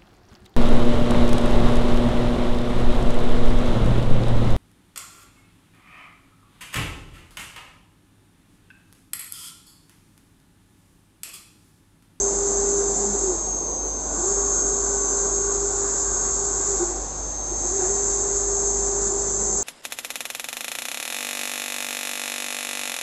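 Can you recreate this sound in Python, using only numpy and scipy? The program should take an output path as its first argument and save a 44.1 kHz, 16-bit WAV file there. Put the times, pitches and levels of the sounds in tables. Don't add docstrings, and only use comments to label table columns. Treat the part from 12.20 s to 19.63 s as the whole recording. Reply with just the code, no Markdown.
import sys
import numpy as np
from scipy import signal
from scipy.fft import rfft, irfft, next_fast_len
from scipy.io import wavfile

SR = 44100
rng = np.random.default_rng(int(sys.argv[2]) if len(sys.argv) > 2 else 0)


def nominal_scale(level):
    x = np.asarray(level, float) / 20
    return 10 ** x


def persist_wave(psi):
    counts = np.round(np.clip(psi, -1, 1) * 32767).astype(np.int16)
    wavfile.write(sys.argv[1], SR, np.atleast_2d(counts).T)


N = 327663


def rms_one(x):
    return x / np.sqrt(np.mean(x ** 2) + 1e-20)


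def in_time(rows):
    t_s, *columns = np.transpose(rows)
    return [np.interp(np.arange(N) / SR, t_s, column) for column in columns]


def swells(rows):
    t = np.arange(N) / SR
    return sum(nominal_scale(db) * np.exp(-((t - at_s) / half_s) ** 2) for at_s, db, half_s in rows)


def drift(rate_hz):
    step = 40
    r = np.exp(-2 * np.pi * rate_hz * step / SR)
    noise = rng.standard_normal(N // step + 4002)
    slow = signal.lfilter([1], [1, -2 * r, r * r], noise)[4000:]
    return np.interp(np.arange(N) / step, np.arange(len(slow)), rms_one(slow - slow.mean()))


def tone(hz):
    cycles = np.cumsum(hz * np.ones(N)) / SR
    return np.sqrt(2) * np.sin(2 * np.pi * (cycles + rng.random()))


def shaped(x, spectrum):
    size = next_fast_len(N)
    hz, level_db = np.transpose(spectrum)
    log_hz = np.log(np.arange(size // 2 + 1) * SR / size + 1)
    gain = nominal_scale(np.interp(log_hz, np.log(hz), level_db))
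    return irfft(rfft(x, size) * gain, size)[..., :N]


def coloured(spectrum):
    return rms_one(shaped(rng.standard_normal(N), spectrum))


def resonance(x, hz, width_hz):
    r = np.exp(-np.pi * max(width_hz, 2) / SR)
    poles = [1, -2 * r * np.cos(2 * np.pi * hz / SR), r * r]
    return signal.lfilter([(1 - r * r) / 2, 0, (r * r - 1) / 2], poles, x)


def ringing(white, hz, width_hz):
    once = resonance(white, hz, width_hz)
    return rms_one(resonance(once, hz, width_hz))


# braking starts t/s, standstill t/s, full speed again t/s
TURN_TIMES = [(.99, 1.599, 2.12), (4.5, 5.1, 5.6)]


def motion():
    t, speed, away = np.arange(N) / SR, 1, 0
    for brake_s, stop_s, full_s in TURN_TIMES:
        ramp = np.interp(t, [brake_s, stop_s, full_s], [1, 0, 1])
        speed = speed * np.sin(np.pi / 2 * ramp) ** 2
        away = np.abs(away - (t > stop_s))
    place = np.cumsum(speed * (2 * away - 1))
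    return speed, away, (place - place.min()) / np.ptp(place)


def level(full_db, still_db, away_db, far_db, lumpy_db):
    speed, away, place = motion()
    rolling = nominal_scale(full_db + away_db * away) * speed ** 1.58
    return np.hypot(rolling, nominal_scale(still_db)) * nominal_scale(far_db * place + lumpy_db * drift(5))


TOOTH_HZ = 400.2
SAG_S, SAG_HALF_S, SAG_SHARE = 5.645, 0.03454, 0.084
# t/s, level/dB
TOOTH_CURVE = [(0, -29.5), (.55, -24), (.8, -28.5), (1.1, -24), (2.05, -29.5), (2.4, -31.5), (2.7, -31),
               (3.5, -32), (4.05, -38.5), (4.55, -30), (5.57, -28.5), (6.0, -32), (6.4, -28.5),
               (6.6, -30.5), (7.0, -30), (7.12, -34), (7.43, -37)]
# f/Hz, gain/dB
HOUSING_RADIATION = [(10, -56.5), (250, -37), (325, -19), (350, -0.5), (385, -0.5), (400, 1)]
# t/s, change/dB, half length/s
TOOTH_DIPS = [(0.77, -7.5, 0.032), (0.914, -13, .015), (0.996, -14, 0.027), (1.08, -5.5, .012),
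              (2.152, -6, 0.033), (2.398, -5, .05), (2.892, -8, 0.021), (4.34, -5, 0.017),
              (4.45, -10, 0.024), (4.582, -19, .015), (5.486, -17, 0.043), (5.65, -4, 0.013),
              (5.76, 0, 0.023), (6.583, -1, .05)]
# multiple of tooth rate, level re tooth tone/dB
TOOTH_HARMONICS = [(2, -25.5), (3, -28.5), (4, -32)]


def belt():
    hz = TOOTH_HZ * motion()[0] * (1 - SAG_SHARE * swells([(SAG_S, 0, SAG_HALF_S)]))
    tone_db = in_time(TOOTH_CURVE)[0] + np.interp(hz, *np.transpose(HOUSING_RADIATION))
    t = np.arange(N) / SR
    for at_s, change_db, half_s in TOOTH_DIPS:
        tone_db = tone_db + change_db * np.exp(-((t - at_s) / half_s) ** 2)
    unsteady = np.clip((hz.max() - hz) / 30, 0, 1)
    hz = hz * (1 + (.0012 + .006 * unsteady) * drift(14))
    out = nominal_scale(tone_db + (1.36 + 0.92 * unsteady) * drift(9)) * tone(hz)
    for multiple, under_db in TOOTH_HARMONICS:
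        out += nominal_scale(tone_db + under_db + 1.1 * drift(34)) * tone(multiple * hz)
    return out


# f/Hz, density/dB
HISS_SPECTRUM = [(1650, -67), (2800, -38), (5260, -18), (5900, -11), (6300, -4), (7330, 5), (7840, -1),
                 (8500, -26), (8700, -53), (11300, -66.5), (19100, -120)]


def guide_hiss():
    gain = level(full_db=-27, still_db=-38, away_db=0, far_db=1, lumpy_db=.5)
    flutter = nominal_scale(0.56 * drift(12) + 0.29 * drift(88))
    return gain * flutter * coloured(HISS_SPECTRUM)


# f/Hz, density/dB
RATTLE_SPECTRUM = [(530, -36), (900, -3.5), (1160, 3), (1310, -3), (1470, -1), (1540, -5), (1700, -17),
                   (2210, -31), (3740, -120)]
# f/Hz, width of each of two passes/Hz, level outward/dB, level inward/dB (re broad rattle)
RAIL_MODES = [(1125, 30, -6, -17), (1200, 22, -11, -13), (1435, 8, -13, -13), (1490, 10, -11, -25),
              (1546, 16, -14, -17), (1598, 12, -13, -24)]
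# t/s, level/dB, half length/s
RAIL_TONE_SWELLS = [(.38, -51.5, 0.29)]


def rail_rattle():
    away = motion()[1]
    white = rng.standard_normal(N)
    rattle = coloured(RATTLE_SPECTRUM)
    for hz, width_hz, out_db, in_db in RAIL_MODES:
        mode_db = away * out_db + (1 - away) * in_db + 1.5 * drift(2.6)
        rattle = rattle + nominal_scale(mode_db) * ringing(white, hz, width_hz)
    gain = level(full_db=-44.5, still_db=-51.5, away_db=3.5, far_db=0, lumpy_db=1.0)
    return gain * rms_one(rattle) + swells(RAIL_TONE_SWELLS) * tone(1450 + 1.5 * drift(5.6))


def drive_whine():
    full_speed_db = -45 + 1.5 * drift(1.1)
    return nominal_scale(full_speed_db) * motion()[0] * tone(7584)


# f/Hz, density/dB
CHAIN_SPECTRUM = [(940, -27), (1600, 0), (1820, -6), (1940, -8), (2280, -14.5), (2700, -12.5), (3510, -42),
                  (5940, -120)]
# f/Hz, width/Hz, level re broad noise/dB
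CHAIN_LINES = [(1720, 15, -4.5), (1875, 7.9, -8.5), (1995, 16, -8.5), (2120, 15, -13.5)]
# t/s, level/dB, half length/s
CHAIN_CLATTER = [(4.07, -48, .05), (5.65, -47.5, 0.12)]


def cable_chain():
    white = rng.standard_normal(N)
    noise = coloured(CHAIN_SPECTRUM)
    for hz, width_hz, line_db in CHAIN_LINES:
        noise = noise + nominal_scale(line_db + 1.8 * drift(2.3)) * rms_one(resonance(white, hz, width_hz))
    rolling = level(full_db=-54, still_db=-63, away_db=-2.5, far_db=4, lumpy_db=1.4)
    return np.hypot(rolling, swells(CHAIN_CLATTER)) * rms_one(noise)


# f/Hz, density/dB
RUMBLE_SPECTRUM = [(100, -40.5), (170, -16.5), (260, -9), (340, -14.5), (430, -3.5), (480, -10.5),
                   (630, -9.5), (790, -15), (870, -17.5), (1100, -14.5), (1430, -49), (2400, -120)]


def frame_rumble():
    gain = level(full_db=-38, still_db=-36.5, away_db=-7, far_db=-5, lumpy_db=1.5)
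    return gain * coloured(RUMBLE_SPECTRUM)


GANTRY_HZ = 359.6
RING_SHARE = .45
# t/s, level/dB, half length/s
BED_BOOMS = [(.18, -45.5, .05), (.39, -39, 0.035), (.91, -36, 0.056), (6.89, -40.5, 0.038),
             (7.31, -37, 0.097)]
# t/s, level/dB, half length/s
GANTRY_JOLTS = [(1.11, -33, .03), (1.28, -37, 0.022), (1.37, -37, 0.061), (2.03, -34, 0.034),
                (4.62, -28, 0.031), (4.7, -33, .03), (4.77, -33, .04), (5.33, -36, .04),
                (5.46, -35.5, 0.047), (5.63, -30, 0.057)]


def frame_modes():
    white = rng.standard_normal(N)
    jolts = swells(GANTRY_JOLTS)
    bed = level(full_db=-45, still_db=-60.5, away_db=-6.5, far_db=-8.5, lumpy_db=0)
    gantry = level(full_db=-40.5, still_db=-42, away_db=-5, far_db=-3, lumpy_db=2)
    cover = level(full_db=-44.5, still_db=-46.5, away_db=-0.5, far_db=0.5, lumpy_db=1.5)
    out = np.hypot(bed, swells(BED_BOOMS)) * ringing(white, hz=204, width_hz=11)
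    out += np.hypot(gantry, np.sqrt(1 - RING_SHARE) * jolts) * ringing(white, GANTRY_HZ, width_hz=64)
    out += np.hypot(cover, nominal_scale(-7) * jolts) * ringing(white, hz=761, width_hz=144)
    return out + np.sqrt(RING_SHARE) * jolts * tone(GANTRY_HZ + 16 * drift(8))


MAINS_HZ = 50.07
STEADY_SHARE, FADE_HZ = 0.77, 1.3
# t/s, f/Hz
CARRIER_CURVE = [(0, 6401.8), (1.5, 6403.2), (4, 6404.0), (7.43, 6403.6)]
# t/s, common level/dB, balance/dB, tilt to upper tones/dB per sideband
WHINE_CURVE = [(0, -27.5, 5, -2.5), (.2, -31.5, -1, 0), (.38, -27, -3.5, -0.5), (.75, -35, -2.5, -2),
               (1.05, -29.5, 0.5, 1.5), (1.35, -26.5, -1.5, 0.5), (1.63, -32.5, -8, 0), (2.0, -34, -0.5, 1),
               (2.4, -31, 8, 0), (2.9, -32.5, -3, -1.5), (3.15, -31, 1, 1.5), (3.55, -35, 1.5, 1),
               (3.95, -32, 1.5, 1.5), (4.3, -34, -1.5, 2), (4.75, -37, 5.5, -0.5), (5.2, -33.5, 7.5, -1.5),
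               (5.5, -34.5, 7.5, -1.5), (5.85, -34.5, 5, -1.5), (6.1, -33, 5, .5), (6.5, -29.5, -2.5, 0),
               (6.9, -34, -1.5, -1), (7.43, -31.5, -2, -1)]
# mains multiples off carrier, level re common/dB, share of balance taken
STRONG_SIDEBANDS = [(-3, -15.5, 0), (-2, -6.5, -1.2), (-1, -7.5, 0.79), (0, -15, -0.15), (1, -6.5, 0.6),
                    (2, -5.5, 0.83), (3, -9, -0.92)]
# f/Hz, rms level/dB
WEAK_TONES = [(6053, -57), (6103, -53), (6153, -54), (6203.2, -50), (6603.7, -46), (6653.8, -53),
              (6704, -55)]
# f/Hz, rms level/dB
OTHER_SWITCHING = [(8000, -58)]


def inverter():
    carrier_hz, = in_time(CARRIER_CURVE)
    whine_db, balance_db, tilt_db = in_time(WHINE_CURVE)
    out = np.zeros(N)
    loose = np.sqrt((1 - STEADY_SHARE) / 2)
    for k, level_db, taken in STRONG_SIDEBANDS:
        fade = np.hypot(np.sqrt(STEADY_SHARE) + loose * drift(FADE_HZ), loose * drift(FADE_HZ))
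        tone_db = whine_db + level_db + taken * balance_db + k * tilt_db
        out += nominal_scale(tone_db) * fade * tone(carrier_hz + k * MAINS_HZ)
    for hz, level_db in WEAK_TONES + OTHER_SWITCHING:
        out += nominal_scale(level_db + 2.3 * drift(0.77)) * tone(hz)
    return out


# f/Hz, rms level at first/dB, rms level at last/dB, twice the pitch spread/Hz
DRONE_LINES = [(47.7, -37, -36, .5), (75.5, -54, -52.5, 5.0), (99.3, -60, -48.5, 1.7),
               (147.1, -55.5, -50.5, 1.6), (197.4, -63.5, -58.5, 2.5), (297.3, -43.5, -51.5, 6.0),
               (372, -52.5, -54.5, 4.5), (525.6, -50.5, -53, 3.86)]
# f/Hz, density/dB
AIR_SPECTRUM = [(24, -30), (40, -0.5), (69, -6), (107, -8.5), (188, -10), (301, -12.5), (564, -7),
                (706, -10), (903, -5), (1690, -22.5), (3170, -29), (5680, -19), (6490, -7.5), (7600, -30.5),
                (8500, -41), (11000, -68), (18700, -120)]
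# t/s, rms level/dB
AIR_CURVE = [(0, -38), (1.6, -39.5), (3, -39), (4.6, -38.5), (5.4, -37.5), (6.2, -40), (7.43, -41)]


def blower():
    out = nominal_scale(in_time(AIR_CURVE)[0]) * coloured(AIR_SPECTRUM)
    for hz, first_db, last_db, waver_hz in DRONE_LINES:
        line_db = np.linspace(first_db, last_db, N) + 1.6 * drift(7.4)
        out += nominal_scale(line_db) * tone(hz + waver_hz * drift(3.83) / 2)
    return out


# t/s, envelope peak level/dB, f/Hz
THUD_EVENTS = [(4.12, -33, 57.7), (5.5, -37.5, 54.3)]


def thuds():
    t = np.arange(N) / SR
    out = np.zeros(N)
    for at_s, db, hz in THUD_EVENTS:
        out += swells([(at_s, db, 0.024)]) * np.sin(2 * np.pi * hz * (t - at_s))
    return out


# t/s, approximate peak level/dB
TICK_EVENTS = [(1.735, -30.5)]


def ticks():
    width_hz = 700
    clicks = np.zeros(N) + 1e-18
    for at_s, db in TICK_EVENTS:
        clicks[int(at_s * SR)] = nominal_scale(db) * SR / (np.pi * width_hz)
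    return resonance(clicks, 7500, width_hz)


def scene():
    carriage = guide_hiss() + rail_rattle() + drive_whine() + cable_chain()
    frame = frame_rumble() + frame_modes()
    mix = belt() + carriage + frame + inverter() + blower() + thuds() + ticks()
    return mix[None]


# f/Hz, gain/dB
RECORDING_RESPONSE = [(20, -2), (40, -2), (46, -0.5), (112, -1.5), (128, -8.5), (140, -1), (2500, -1.5),
                      (3000, -3), (3500, 2.5), (4500, 1), (7750, 0.5), (7900, -1.5), (8500, -0.5),
                      (8600, -26), (9000, -41)]


def coloration(dry):
    return shaped(dry, RECORDING_RESPONSE)


def band_limit(x):
    return signal.sosfilt(signal.butter(12, 9030, fs=SR, output="sos"), x)


def record(dry):
    mix = coloration(dry)
    return band_limit(mix)


dry = scene()
out = record(dry)
persist_wave(out)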